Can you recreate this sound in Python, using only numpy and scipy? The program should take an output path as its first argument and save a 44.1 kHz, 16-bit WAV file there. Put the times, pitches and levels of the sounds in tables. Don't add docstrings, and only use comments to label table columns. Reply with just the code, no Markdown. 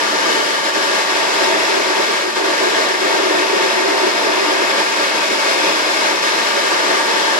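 import sys
import numpy as np
from scipy import signal
from scipy.fft import rfft, irfft, next_fast_len
from scipy.io import wavfile
from scipy.ndimage import uniform_filter1d, map_coordinates

SR = 44100
rng = np.random.default_rng(int(sys.argv[2]) if len(sys.argv) > 2 else 0)


def inscribe(sig):
    pcm = np.round(np.clip(np.atleast_2d(sig).T, -1, 1) * 32767)
    wavfile.write(sys.argv[1], SR, pcm.astype(np.int16))


N = 325899


def amp(db):
    return 10 ** (np.asarray(db) / 20)


def unit(x):
    return x / np.sqrt(np.mean(x ** 2) + 1e-20)


def seconds():
    return np.arange(N) / SR


def along(points, hz):
    f, v = np.transpose(points)
    return np.interp(np.log(hz + 1), np.log(f + 1), v)


def curves(rows):
    times, *columns = np.transpose(rows)
    return [np.interp(seconds(), times, column) for column in columns]


def wobble(knots_per_s):
    knots = rng.standard_normal(int(N * knots_per_s / SR) + 4)
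    return map_coordinates(knots, [np.arange(N) * knots_per_s / SR])


def filtered(x, response):
    size = next_fast_len(N + SR // 2)
    spectrum = rfft(x, size) * response(np.fft.rfftfreq(size, 1 / SR))
    return irfft(spectrum, size)[..., :N]


def bell(hz, centre_hz, width_hz):
    return 1 / (1 + ((hz - centre_hz) / width_hz) ** 2) ** 2


def eddies(patchy_db):
    z = signal.stft(rng.standard_normal((2, N)), nperseg=512)[2]
    field = rng.standard_normal(z.shape[1:])
    for axis in (0, 1):
        field = uniform_filter1d(field, size=12, axis=axis)
    return signal.istft(z * amp(patchy_db * unit(field)), nperseg=512)[1][:, :N]


# (frequency [Hz], likeness [0-1])
LIKENESS = [(60, .5), (180, 0.86), (500, 0.73), (560, 0.26), (660, 0.78), (720, 0), (770, 0.6), (850, 0.4),
            (910, 0.83), (1070, 0.24), (1180, 0.68), (1255, 0.27), (1350, 0.74), (1570, 0.5), (1750, 0.79),
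            (1870, 0.34), (2010, 0.8), (2110, 0.36), (2270, 0.65), (2370, .4), (2580, 0.7), (3600, 0.1),
            (6300, 0.53), (10000, 0)]
# (frequency [Hz], left lead [rad])
STANDING_LEAD = [(150, 0.7), (300, 1), (380, -.5), (500, -0.5), (590, 1), (700, -0.07), (745, 1),
                 (830, -0.54), (865, 2.5), (1200, 2.3), (1270, -0.66), (1520, 1), (1630, -0.3),
                 (1750, 0.74), (1825, -0.25), (1960, 1.5), (2200, -0.47), (2410, 0.8), (2700, 0),
                 (5000, 0.5), (9000, -1)]
LEFT_LAG_S = 0.000408


def microphones(pair):
    def mix(hz):
        angle = np.arccos(np.clip(along(LIKENESS, hz), 0, 1)) / 2
        return np.array([np.cos(angle), np.sin(angle)])

    def phase(hz):
        lead = along(STANDING_LEAD, hz) - 2 * np.pi * hz * LEFT_LAG_S
        return np.exp(.5j * np.outer([1, -1], lead))

    common, apart = filtered(pair, mix)
    return filtered(np.array([common + apart, common - apart]), phase)


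# (frequency [Hz], spectral level [dB])
AIR_SLOPE = [(25, -44), (90, -42), (130, -28.5), (170, -16), (260, -12), (305, -0.5), (450, -5.5),
             (1000, -1.5), (1800, 4.5), (2900, -4), (4200, -6.5), (5300, -8), (6300, -12.5), (7500, -16),
             (9000, -19.5), (10500, -25.5), (14300, -37)]
# (centre [Hz], full width [Hz], left lift [dB], right lift [dB])
RESONANCES = [(221.4, 29, 6, 4), (439, 54, 8, 4.5), (537, 68, 6, -1.7), (564, 136, 3.5, 8.5),
              (661, 49, 8, 4.5), (904, 72, 8.5, 9), (1183, 370, -6.5, 6), (1194, 97, 7.5, 4),
              (1254, 116, -2.5, -10), (1340, 48, 4, 5.5), (1385, 42, -1.5, -5), (1494, 110, -3, 2),
              (1707, 52, -4, 2), (1750, 42, -2, 4), (1804, 42, 0, -3), (1888, 170, -5.5, 5),
              (2000, 280, -3, -3), (2280, 70, -2, 3), (2352, 100, -8, -4), (2680, 82, -4, -3.5),
              (2960, 63, 1, -3), (3280, 99, -3, 0.5), (3350, 74, 3.5, 1.5), (4160, 50, 0, 4),
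              (4680, 280, -2, 0), (5040, 260, 1, 2), (5250, 115, -0.5, 1)]
# (frequency [Hz], left minus right [dB])
BALANCE = [(200, 0), (320, 2), (450, -5), (1000, 6), (1800, 8.9), (2900, 1), (4200, 5), (5300, 9.5),
           (6300, 5), (7500, 3.9), (9000, -0.5), (10000, -8.5), (12000, -14), (14300, -8)]


def cockpit(hz):
    lift_db = sum(np.outer([left_db, right_db], 1 / (1 + (2 * (hz - centre_hz) / width_hz) ** 2))
                  for centre_hz, width_hz, left_db, right_db in RESONANCES)
    return amp(along(AIR_SLOPE, hz) + lift_db + np.outer([.5, -.5], along(BALANCE, hz)))


# (peak time [s], full length [s], lift before gust_share [dB])
GUST_ROWS = [(0.32, 0.2, 2.5), (0.665, .05, 0.5), (0.95, 0.1, 1.8), (1.42, 0.3, 2), (2.02, 0.11, 1.5),
             (2.65, .08, 1), (2.8, 0.14, 2), (3.12, 0.24, 0.5), (4.46, 0.16, 1), (4.81, 0.13, 1.5),
             (5.05, .09, 1.5), (5.51, .08, 2.5), (5.67, .14, 1.5), (5.86, .14, 0), (6.08, .09, 1.5),
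             (6.26, .09, 1), (6.91, 0.15, 1)]


def gusts():
    t = seconds()
    return sum(db * np.cos(np.pi * np.clip((t - peak_s) / length_s, -.5, .5)) ** 2
               for peak_s, length_s, db in GUST_ROWS)


# (deepest time [s], sag length [s], depth before gust_share or lull_share [dB])
LULL_ROWS = [(0.63, .12, 3), (0.73, 0.05, 4), (1.09, 0.088, 1.6), (1.84, .06, 0.5), (1.95, 0.12, 1.8),
             (2.35, 0.21, 6.3), (2.44, 0.11, 3), (2.995, 0.1, 4), (3.35, 0.064, 1), (4.69, 0.04, 2),
             (4.98, 0.09, 0.8), (5.14, 0.06, 2), (5.3, 0.046, 1.2), (6.218, 0.11, 3.5), (6.535, .06, 1.6),
             (7.09, 0.09, 1.5)]
RECOVER_S = 0.01


def lulls():
    t = seconds()
    return sum(np.interp(t, [deep_s - sag_s, deep_s, deep_s + RECOVER_S], [0, db, 0])
               for deep_s, sag_s, db in LULL_ROWS)


# (time [s], level [dB])
DRAUGHT = [(0, -33), (1.25, -32.5), (2.2, -34.5), (3.3, -30), (4.5, -29), (5.1, -34), (5.7, -30),
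           (6.3, -32), (7.39, -29.5)]
# (start [s], length [s], level [dB])
SURGE_ROWS = [(0.23, 0.2, -29.5), (0.734, 0.085, -27.5), (1.302, .11, -30), (1.42, 0.16, -22.5),
              (1.57, .06, -28), (1.693, 0.12, -20), (1.865, 0.051, -20), (1.97, 0.046, -23),
              (2.075, 0.048, -25), (2.24, 0.057, -23), (2.368, 0.15, -22), (2.612, 0.072, -20.5),
              (2.78, 0.19, -26.5), (3.003, 0.22, -22), (3.225, 0.1, -19.5), (3.335, .14, -21.5),
              (3.5, 0.19, -22), (3.76, 0.22, -21.5), (4.018, 0.07, -18.5), (4.242, 0.087, -24),
              (4.36, 0.086, -21.5), (4.47, .11, -26), (4.585, 0.06, -23.5), (5.302, 0.085, -26),
              (5.578, 0.096, -26.5), (6.097, 0.064, -33), (6.544, 0.065, -26), (6.842, 0.14, -27.5)]
SURGE_EDGE_S = 0.0204


def blowing():
    t = seconds()
    draught_db, = curves(DRAUGHT)
    power = amp(draught_db) ** 2
    for start_s, length_s, db in SURGE_ROWS:
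        inside_s = np.minimum(t - start_s, start_s + length_s - t)
        power += amp(db) ** 2 * np.clip(.5 + inside_s / SURGE_EDGE_S, 0, 1)
    return 10 * np.log10(power)


# (time [s], level [dB])
TREBLE_LEVEL = [(0, -0.1), (1.4, 0.3), (2.2, -0.15), (4.3, -.8), (5.5, 0.9), (7.39, 0.6)]
FLOW_DB, FLOW_DB_PER_S = -17, 0.145


def slipstream(roar_db=0.8, rush_db=0.5, roar_hz=640, hiss_hz=3200, flutter_db=0.35, buffet_db=0.8,
               gust_share=0.7, roar_follows=0.11, puff_db=0.24):
    blow_db = blowing()
    treble_db, = curves(TREBLE_LEVEL)
    steady_db = FLOW_DB + FLOW_DB_PER_S * seconds()
    gust_db = gust_share * (gusts() - lulls())
    air = amp(rush_db) * unit(filtered(microphones(eddies(patchy_db=0.37)), cockpit))
    roar = filtered(air, lambda hz: 1 / (1 + (hz / roar_hz) ** 4))
    hiss = filtered(air, lambda hz: 1 - 1 / (1 + (hz / hiss_hz) ** 4))
    rush = air - roar - hiss
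    shared_db = steady_db.mean() + gust_db
    follow_db = roar_follows * (blow_db - blow_db.mean())
    low = roar * amp(shared_db + roar_db + follow_db + buffet_db * wobble(16))
    middle = rush * amp(steady_db + gust_db + puff_db * wobble(15))
    high = hiss * amp(shared_db + treble_db)
    return (low + middle + high) * amp(flutter_db * wobble(30))


# (time [s], sideways [relative], forward [relative])
DRIFT = [(0, 0.89, 0.089), (0.75, 1.1, 0.33), (1.2, -0.48, 0.05), (1.55, -1.1, 0.29), (2.2, 0.6, -0.54),
         (2.55, -0.016, 0.5), (3.35, -0.64, 0.2), (4, -0.75, 0.27), (4.5, -0.67, -0.19),
         (4.95, 0.33, -0.75), (5.7, -0.53, -1.1), (6.05, -0.17, -0.45), (6.4, 0.47, -0.16),
         (7.39, -0.08, 0.33)]
# (centre [Hz], width [Hz],
# left per sideways [dB], right per sideways [dB], left per forward [dB], right per forward [dB])
NODE_BANDS = [(696, 200, -1.5, -2, 1, 1.2), (910, 80, 0, -0.5, 1.2, .8), (1030, 190, -1.3, -0.9, -1.5, 1.7),
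              (1177, 109, 0.5, 2.1, 1, 1.2), (1515, 94, 2, 1, -1, -0.84), (1675, 140, 2.8, -0.6, 2.5, 0),
              (1840, 170, 0.5, -0.7, 4, 0), (2000, 202, -3, 1, 0.5, 0.5), (2230, 136, 1.5, -3, -3, -0.16),
              (2488, 180, -3.5, -0.4, -4, 0.4), (2770, 140, -2.5, -4, 0, -1.6),
              (2950, 180, 1.5, 3, 1.2, -0.47), (3170, 219, 2.3, 0.2, 2, 0.1),
              (3400, 202, -3, -0.5, -1, 0.3), (5080, 135, -1, -2, -1.8, -0.8),
              (6659, 918, 1.3, -1.5, 0.5, -0.4)]


def swaying(air, depth=1.08, width_scale=0.57):
    hz, t, z = signal.stft(air, SR, nperseg=2048)
    sideways, forward = [np.interp(t, seconds(), position) for position in curves(DRIFT)]
    lift_db = 0
    for centre_hz, width_hz, side_l, side_r, fore_l, fore_r in NODE_BANDS:
        band = bell(hz, centre_hz, width_scale * width_hz)[:, None]
        move_db = np.outer([side_l, side_r], sideways) + np.outer([fore_l, fore_r], forward)
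        lift_db = lift_db + band * move_db[:, None]
    return signal.istft(z * amp(depth * lift_db), SR, nperseg=2048)[1][:, :N]


def bottom_level(air, below_hz=125, vary_db=4.5, level_db=-1.5):
    bottom = filtered(air, lambda hz: 1 / (1 + (hz / below_hz) ** 8))
    return air - bottom + bottom * amp(level_db + vary_db * wobble(16))


def treble_ripple(air, near_s=0.002014, far_s=.011, slide_s=.00007, gain=0.12, above_hz=2800, count=6):
    sideways = curves(DRIFT)[0]
    treble = filtered(air, lambda hz: hz ** 2 / (hz ** 2 + above_hz ** 2))
    n = np.arange(N)
    copies = np.zeros_like(treble)
    for copy, channel in zip(copies, treble):
        for place, slide in rng.random((count, 2)):
            delay_s = near_s + place * (far_s - near_s) + slide_s * np.cos(np.pi * slide) * sideways
            copy += np.interp(n - SR * delay_s, n, channel, left=0)
    return gain * copies


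# (centre [Hz], nominal width [Hz], left [dB], right [dB], left lag [rad])
CAVITY_MODES = [(314.3, 28, -4.5, -9, 0.65), (364, 28, -1.5, -19, 1.62), (389.4, 36.6, 0.5, 3.5, 1.85),
                (740, 17, -10, -13, 1.2)]


def cavity(throb_db=1.0, diffuse=0.21, lull_share=0.55):
    drive = rng.standard_normal(N) + diffuse * rng.standard_normal((2, N))

    def ring(hz):
        total = 0
        for centre_hz, width_hz, left_db, right_db, lag in CAVITY_MODES:
            peak = bell(hz, centre_hz, .5 * width_hz) ** .5 * bell(hz, centre_hz, 2 * width_hz)
            total = total + np.outer([amp(left_db) * np.exp(-1j * lag), amp(right_db)], peak)
        return total

    tone = filtered(drive, ring)
    strength = np.sqrt(np.abs(uniform_filter1d(np.mean(tone ** 2, axis=0), size=SR // 22)))
    return tone / strength * amp(blowing() - lull_share * lulls() + throb_db * wobble(15))


def scene():
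    air = bottom_level(swaying(slipstream()))
    return air + treble_ripple(air) + cavity()


TOP_HZ = 14650


def record(dry):
    rounded = dry / (1 + (dry / .95) ** 8) ** (1 / 8)
    return filtered(rounded, lambda hz: hz < TOP_HZ)


dry = scene()
out = record(dry)
inscribe(out)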